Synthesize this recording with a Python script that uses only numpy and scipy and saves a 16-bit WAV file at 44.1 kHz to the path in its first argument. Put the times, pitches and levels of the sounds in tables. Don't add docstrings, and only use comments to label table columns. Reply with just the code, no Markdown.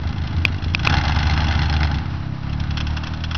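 import sys
import numpy as np
from scipy import signal
from scipy.fft import rfft, irfft
from scipy.io import wavfile

SR = 44100
rng = np.random.default_rng(int(sys.argv[2]) if len(sys.argv) > 2 else 0)


def master_out(mix):
    frames = np.transpose(np.atleast_2d(mix))
    ceiling = np.clip(frames, -1, 1)
    pcm = np.round(ceiling * 32767).astype(np.int16)
    wavfile.write(sys.argv[1], SR, pcm)


def makeup_ratio(level_db):
    decades = np.asarray(level_db, float) / 20
    return 10 ** decades


N = 148617
RUN_IN = 8192

# (frequency [Hz], width [Hz], lift [dB])
PIPE_RESONANCES = [(833, 150, 4), (1483, 11, 7.5), (2065, 47, 8.5), (2740, 93, 5.5), (3370, 260, 7.5),
                   (4202, 340, 10), (5200, 500, 7.5), (5630, 810, 1.5)]


def rms_one(x):
    return x / np.sqrt(np.mean(x ** 2) + 1e-20)


def in_time(rows):
    s, *columns = np.transpose(rows)
    return [np.interp(np.arange(N) / SR, s, column) for column in columns]


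def colour(x, points, rings=()):
    size = 2 ** 18
    hz = np.arange(size // 2 + 1) * SR / size + 1
    point_hz, point_db = np.array(points).T
    db = np.interp(np.log(hz), np.log(point_hz), point_db)
    outside = np.maximum(point_hz[0] / hz, 1) * np.maximum(hz / point_hz[-1], 1)
    db = db - 24 * np.log2(outside)
    for ring_hz, width, lift_db in rings:
        db = db + lift_db / (1 + (2 * (hz - ring_hz) / width) ** 2)
    cepstrum = irfft(np.maximum(db, -130) * np.log(10) / 20)
    cepstrum[1:size // 2] *= 2
    cepstrum[size // 2 + 1:] = 0
    filtered = irfft(rfft(x, size) * np.exp(rfft(cepstrum)))
    return rms_one(filtered[len(x) - N:len(x)])


def drift(rate):
    r = np.exp(-2 * np.pi * rate / SR)
    noise = rng.standard_normal(N + SR)
    return rms_one(signal.lfilter([1], [1, -2 * r, r * r], noise)[SR:])


def train(s, sizes, lead=0):
    out = np.zeros(N + lead)
    i = (s * SR).astype(int) + lead
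    inside = (i >= 0) & (i < N + lead)
    np.add.at(out, i[inside], sizes[inside])
    return out


def puff(clicks, rise_s, fall_s):
    a, b = np.exp(-1 / (rise_s * SR)), np.exp(-1 / (fall_s * SR))
    return signal.lfilter([1 - a], np.convolve([1, -a], [1, -b]), clicks + 1e-18)


def split(x, edges_hz):
    lows = [signal.sosfiltfilt(signal.butter(3, hz, fs=SR, output="sos"), x) for hz in edges_hz]
    return np.diff([0 * x, *lows, x], axis=0)


def truck():
    # (time [s], four-stroke cycles completed [count])
    crank = [(-.1667, -1), (.42, 3), (.585, 4), (.778, 5.25), (.833, 5.625), (.8487, 5.75), (.8665, 5.875),
             (.897, 6), (1.012, 7), (1.1215, 8), (1.4445, 11), (1.8721, 15), (1.985, 16), (2.175, 17),
             (2.5301, 18.375), (2.7087, 19), (2.9696, 20), (3.2405, 21), (3.53, 22)]
    # (time [s], rasp peak [dB], thump [dB], load [0-1])
    throttle = [(0, -28, -19, 0.9), (.36, -30, -23, 0.76), (.58, -27, -17.5, 0.4), (.8, -25, -22, .2),
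                (.845, -22.5, -18.5, 1), (.9, -12, -19.5, 0.81), (1.0, -17.5, -24, 0.87),
                (1.4, -17.5, -23.5, 0.82), (1.85, -21, -22.5, 0.96), (2.03, -26.5, -27.5, 1),
                (2.22, -48.5, -34.5, 0.4), (2.55, -29, -36, 0.2), (2.72, -23.5, -29, 0.6),
                (2.79, -19.5, -50, .05), (2.88, -19.5, -62, .05), (2.98, -20, -38.5, 0.2),
                (3.14, -23, -40.5, .05), (3.37, -19.5, -36.5, 0.06)]
    # (idle rasp [dB], load rasp [dB], load body [dB], load thump [dB], idle thump [dB])
    cylinders = [(2, -2, -7, 0.5, -9), (-29.5, -18.5, -12, 0, -13), (-0.05, -20.5, -2.5, -2.5, -7),
                 (0.5, -0.5, 1, 1, -13.5), (-23.5, -14.5, -5.5, 0, -3), (-4, 0.5, -7, -1.5, -13),
                 (-18.5, 0, 0.5, 1, -9), (-14.5, -10.5, -11.5, -2.5, -11)]
    # (time [s], change [dB])
    odd_firings = [(.036, -3), (.13, -0.5), (.275, 2.5), (.584, -7.5), (.682, -3), (.74, -3), (.775, -8),
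                   (.797, 2), (.8487, 5), (.8665, 12.5), (.926, 2), (1.041, 7.5), (1.1218, 0.5),
                   (1.2005, 1), (1.311, 2.5), (1.526, -1), (1.7, 0.5), (1.161, 0.5), (1.486, -1),
                   (1.619, 2.5), (1.833, 3), (2.47, -1), (2.53, 2), (2.6, 3), (2.774, 3.5), (2.97, 0),
                   (3.034, 1.5), (3.068, 1.5), (3.135, 2.5), (3.207, 3), (3.348, 4.5)]
    # (frequency [Hz], level [dB per Hz])
    load_rasp = [(260, -60.5), (450, -29.5), (820, -10), (1080, -18.5), (1490, -11.5), (2350, -19.5),
                 (3370, -20), (5550, -29.5), (6730, -10.5), (8750, -60), (14800, -120)]
    # (frequency [Hz], level [dB per Hz])
    idle_rasp = [(260, -43), (450, -22.5), (1560, -2.5), (2240, -16.5), (2570, -4.5), (3370, -7.5),
                 (3870, -17), (5490, -16.5), (6730, -4), (8750, -34), (14800, -120)]

    rasp_db, thump_db, load = in_time(throttle)
    load = np.clip(load, 0, 1)
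    firing = np.arange(-8, 176)
    chance = rng.standard_normal((len(firing), 3))
    crank_s, cycles = np.transpose(crank)
    s = np.interp(firing / 8, cycles, crank_s) + .0004 * chance[:, 0]
    idle_db, load_db, body_db, pull_db, lope_db = np.array(cylinders)[firing % 8].T
    odd_db = np.zeros(len(firing))
    for at_s, extra_db in odd_firings:
        odd_db[np.abs(s - at_s).argmin()] = extra_db

    out = makeup_ratio(thump_db) * thumps(s, pull_db, lope_db, chance[:, 1])
    # share, rasp dB, body dB, lead s, rise s, fall s, spectrum
    pulling = (load, load_db, body_db, .001, .0006, .0065, load_rasp)
    idling = (1 - load, idle_db, idle_db, .004, .0015, .0075, idle_rasp)
    for share, db, dull_db, *shape in (pulling, idling):
        out = out + np.sqrt(share) * makeup_ratio(rasp_db) * rasp(s, db, dull_db, odd_db, chance, load, *shape)
    return out


def thumps(s, pull_db, lope_db, chance):
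    # (time [s], share [0-1])
    pull_share = [
        (0, .1),
        (.82, .1),
        (.9, 1),
        (2.02, 1),
        (2.25, .15),
        (3.37, .15),
    ]
    # (frequency [Hz], level [dB])
    load_pipe = [(25, -26), (50, -24), (74, 3.5), (105, -3), (148, -11), (200, -17), (260, -12.5),
                 (420, -28.5)]
    # (frequency [Hz], width [Hz], lift [dB])
    load_rings = [(147, 28, 6), (247, 65, 2)]
    # (frequency [Hz], level [dB])
    idle_pipe = [(25, -28.5), (50, -17.5), (87, 2), (110, -15.5), (150, -20.5), (250, -20.5), (420, -33)]
    # (frequency [Hz], width [Hz], lift [dB])
    idle_boom = [(87, 8, 10)]

    scatter_db = 1.8 * chance
    pull = colour(train(s, -makeup_ratio(pull_db + scatter_db), RUN_IN), load_pipe, load_rings)
    lope = colour(train(s, -makeup_ratio(lope_db + scatter_db), RUN_IN), idle_pipe, idle_boom)
    (share,) = in_time(pull_share)
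    return share * pull + (1 - share) * lope


def rasp(s, db, dull_db, odd_db, chance, load, lead_s, rise_s, fall_s, spectrum):
    scatter_db = 1.2 * chance
    gas = colour(rng.standard_normal(N) * makeup_ratio(2.5 * drift(400)), spectrum)
    gate = puff(train(s - lead_s, makeup_ratio(db + odd_db + scatter_db[:, 2])), rise_s, fall_s)
    body_sizes = makeup_ratio(dull_db + odd_db + 2 + scatter_db[:, 0])
    swell = puff(train(s - lead_s + .00069, body_sizes), .003, .006)
    body, bright = split(gas, [1500])
    roar = signal.sosfilt(signal.butter(2, 2880, fs=SR, output="sos"), gas)
    blown = bright * gate + body * swell + makeup_ratio(-15.5) * (load + .033) * roar

    pop = colour(train(s, makeup_ratio((db + dull_db) / 2 + odd_db)), spectrum)
    pop_size = np.sqrt(np.mean(train(s, makeup_ratio(db)) ** 2))
    blown = blown + makeup_ratio(8) * load * pop * pop_size
    strength = np.sqrt(np.mean(blown ** 2))
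    return strength * colour(blown, [(300, 0), (9000, 0)], PIPE_RESONANCES)


def drone():
    # (time [s], firing rate [Hz], level [dB], boom [dB])
    engine = [(0.0, 25.5, -30, -2), (0.11, 24.74, -26, -7), (0.28, 25.97, -26.5, -13),
              (0.37, 25.71, -24.5, -1), (0.45, 26.35, -23, -18), (0.57, 28.6, -31.5, -18),
              (0.86, 29.4, -19.5, 0.5), (1.15, 31.63, -24, 1.5), (1.45, 30.22, -22.5, 2),
              (1.71, 32.05, -23.5, -3.5), (1.9, 32.42, -23.5, -7), (2.2, 33.97, -25, -4.5),
              (2.31, 32.98, -22.5, -17), (2.52, 36.1, -23, 3.5), (2.72, 36.66, -24, -2),
              (2.9, 37.74, -25, 6.5), (3.08, 39.26, -25.5, -9.5), (3.37, 40.7, -25.5, 3)]
    # (frequency [Hz], level [dB])
    pipe = [(33, -7), (64, -8.5), (80, 3.5), (104, -1.5), (136, -2.5), (200, -11), (305, -18), (400, -36)]
    # (frequency [Hz], width [Hz], lift [dB])
    pipe_rings = [(332, 58, 4.5), (130.4, 20, 3.5)]
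    # (frequency [Hz], level [dB per Hz])
    clatter_spectrum = [(520, -8.5), (640, -5.5), (1400, -5.5), (1850, -10.5), (3800, -17.5), (4800, -20.5),
                        (5900, -21.5), (6800, -28.5)]

    hz, db, boom_db = in_time(engine)
    turns = np.cumsum(hz) / SR
    firing = np.arange(-4, int(turns[-1]) + 1)
    chance = rng.standard_normal((len(firing), 2))
    turn_s = np.r_[-5 / hz[0], np.arange(N) / SR]
    s = np.interp(firing + .2808, np.r_[-5, turns], turn_s) + .00018 * chance[:, 0]
    speed = np.interp(s * SR, np.arange(N), hz / hz.mean())
    pulses = train(s, makeup_ratio(1.2 * chance[:, 1]) / np.sqrt(speed), RUN_IN)

    swell = makeup_ratio(5 * puff(pulses[RUN_IN:], .0053, .008) + 1.2 * drift(6))
    clatter_rings = PIPE_RESONANCES[:2] + [(2770, 120, 2.6), (4000, 300, 4), (5780, 120, 2.1)]
    clatter = colour(rng.standard_normal(N) * swell, clatter_spectrum, clatter_rings)

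    exhaust = pulses + makeup_ratio(-12) * np.roll(pulses, int(.0125 * SR))
    boom, *upper = split(colour(muffler(exhaust), pipe, pipe_rings), (95, 170, 240))
    note = makeup_ratio(boom_db) * boom
    for waver_db, band in zip((1.1, 2.2, 2.2), upper):
        note = note + makeup_ratio(waver_db * drift(5.2)) * band
    return -makeup_ratio(db) * note + makeup_ratio(-39.5) * clatter


def muffler(x):
    # (frequency [Hz], width [Hz])
    chambers = [(130, 50), (210, 45), (290, 50), (350, 60), (265, 22), (330, 25)]
    for hz, width in chambers:
        r = np.exp(-np.pi * width / SR)
        a = [1, -2 * r * np.cos(2 * np.pi * hz / SR), r * r]
        x = signal.lfilter(a[::-1], a, x)
    return x


def ticks():
    # (time [s], peak [dB], low share [dB], high share [dB])
    touches = [
        (0.4512, -7, -15, -3),
        (0.7481, -11.5, -16, -1.5),
        (0.8725, -10.5, -3.5, -8),
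    ]
    # (frequency [Hz], level [dB], time to fall 60 dB [s])
    plastic_modes = [(2520, -3.5, 0.0092), (3330, -15.5, 0.018), (2700, -10, 0.0076), (4120, -16.5, 0.014),
                     (3420, -11.5, 0.0063), (4930, -9, .005), (4480, -15.5, 0.0058), (6200, -15.5, 0.0066),
                     (5370, -17, 0.011), (1660, -9.5, 0.0056), (1150, 5.5, 0.0039), (413, -16, 0.02)]

    s, db, low_db, high_db = np.transpose(touches)
    out = puff(train(s, makeup_ratio(db - 9)), .0003, .0012) * rng.standard_normal(N)
    for k, (hz, level_db, t60) in enumerate(plastic_modes):
        r, w = makeup_ratio(-60 / (t60 * SR)), 2 * np.pi * hz / SR
        sizes = (-1) ** k * makeup_ratio(db + level_db + low_db * (hz < 2000) + high_db * (hz > 3000))
        at_s = s - .0005 * (hz < 2000)
        clicks = train(at_s, sizes) + makeup_ratio(-9) * train(at_s + .00082, sizes)
        out = out + signal.lfilter([0, np.sin(w)], [1, -2 * r * np.cos(w), r * r], clicks + 1e-18)
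    return makeup_ratio(10.5) * signal.sosfilt(signal.butter(12, 6000, fs=SR, output="sos"), out)


def wind():
    band = signal.butter(2, [22, 55], "band", fs=SR, output="sos")
    low = signal.sosfilt(band, rng.standard_normal(N))
    return makeup_ratio(-41 + 2.5 * drift(1.4)) * rms_one(low)


def scene():
    # (delay [s], level [dB])
    echoes = [
        (.013, -20),
        (.045, -18),
        (.09, -21),
    ]
    far = truck()
    dull = signal.lfilter([.3], [1, -.7], far)
    for s, db in echoes:
        far = far + makeup_ratio(db) * np.r_[np.zeros(int(s * SR)), dull][:N]
    return (far + drone() + ticks() + wind())[None]


def roll_off(x):
    return signal.sosfilt(signal.butter(12, 6880, fs=SR, output="sos"), x)


def record(dry):
    treble_cut = signal.cheby2(12, 72, 7120, fs=SR, output="sos")
    x = signal.sosfilt(treble_cut, dry) + .0165
    return roll_off(np.clip(x, -.97, .97))


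dry = scene()
out = record(dry)
master_out(out)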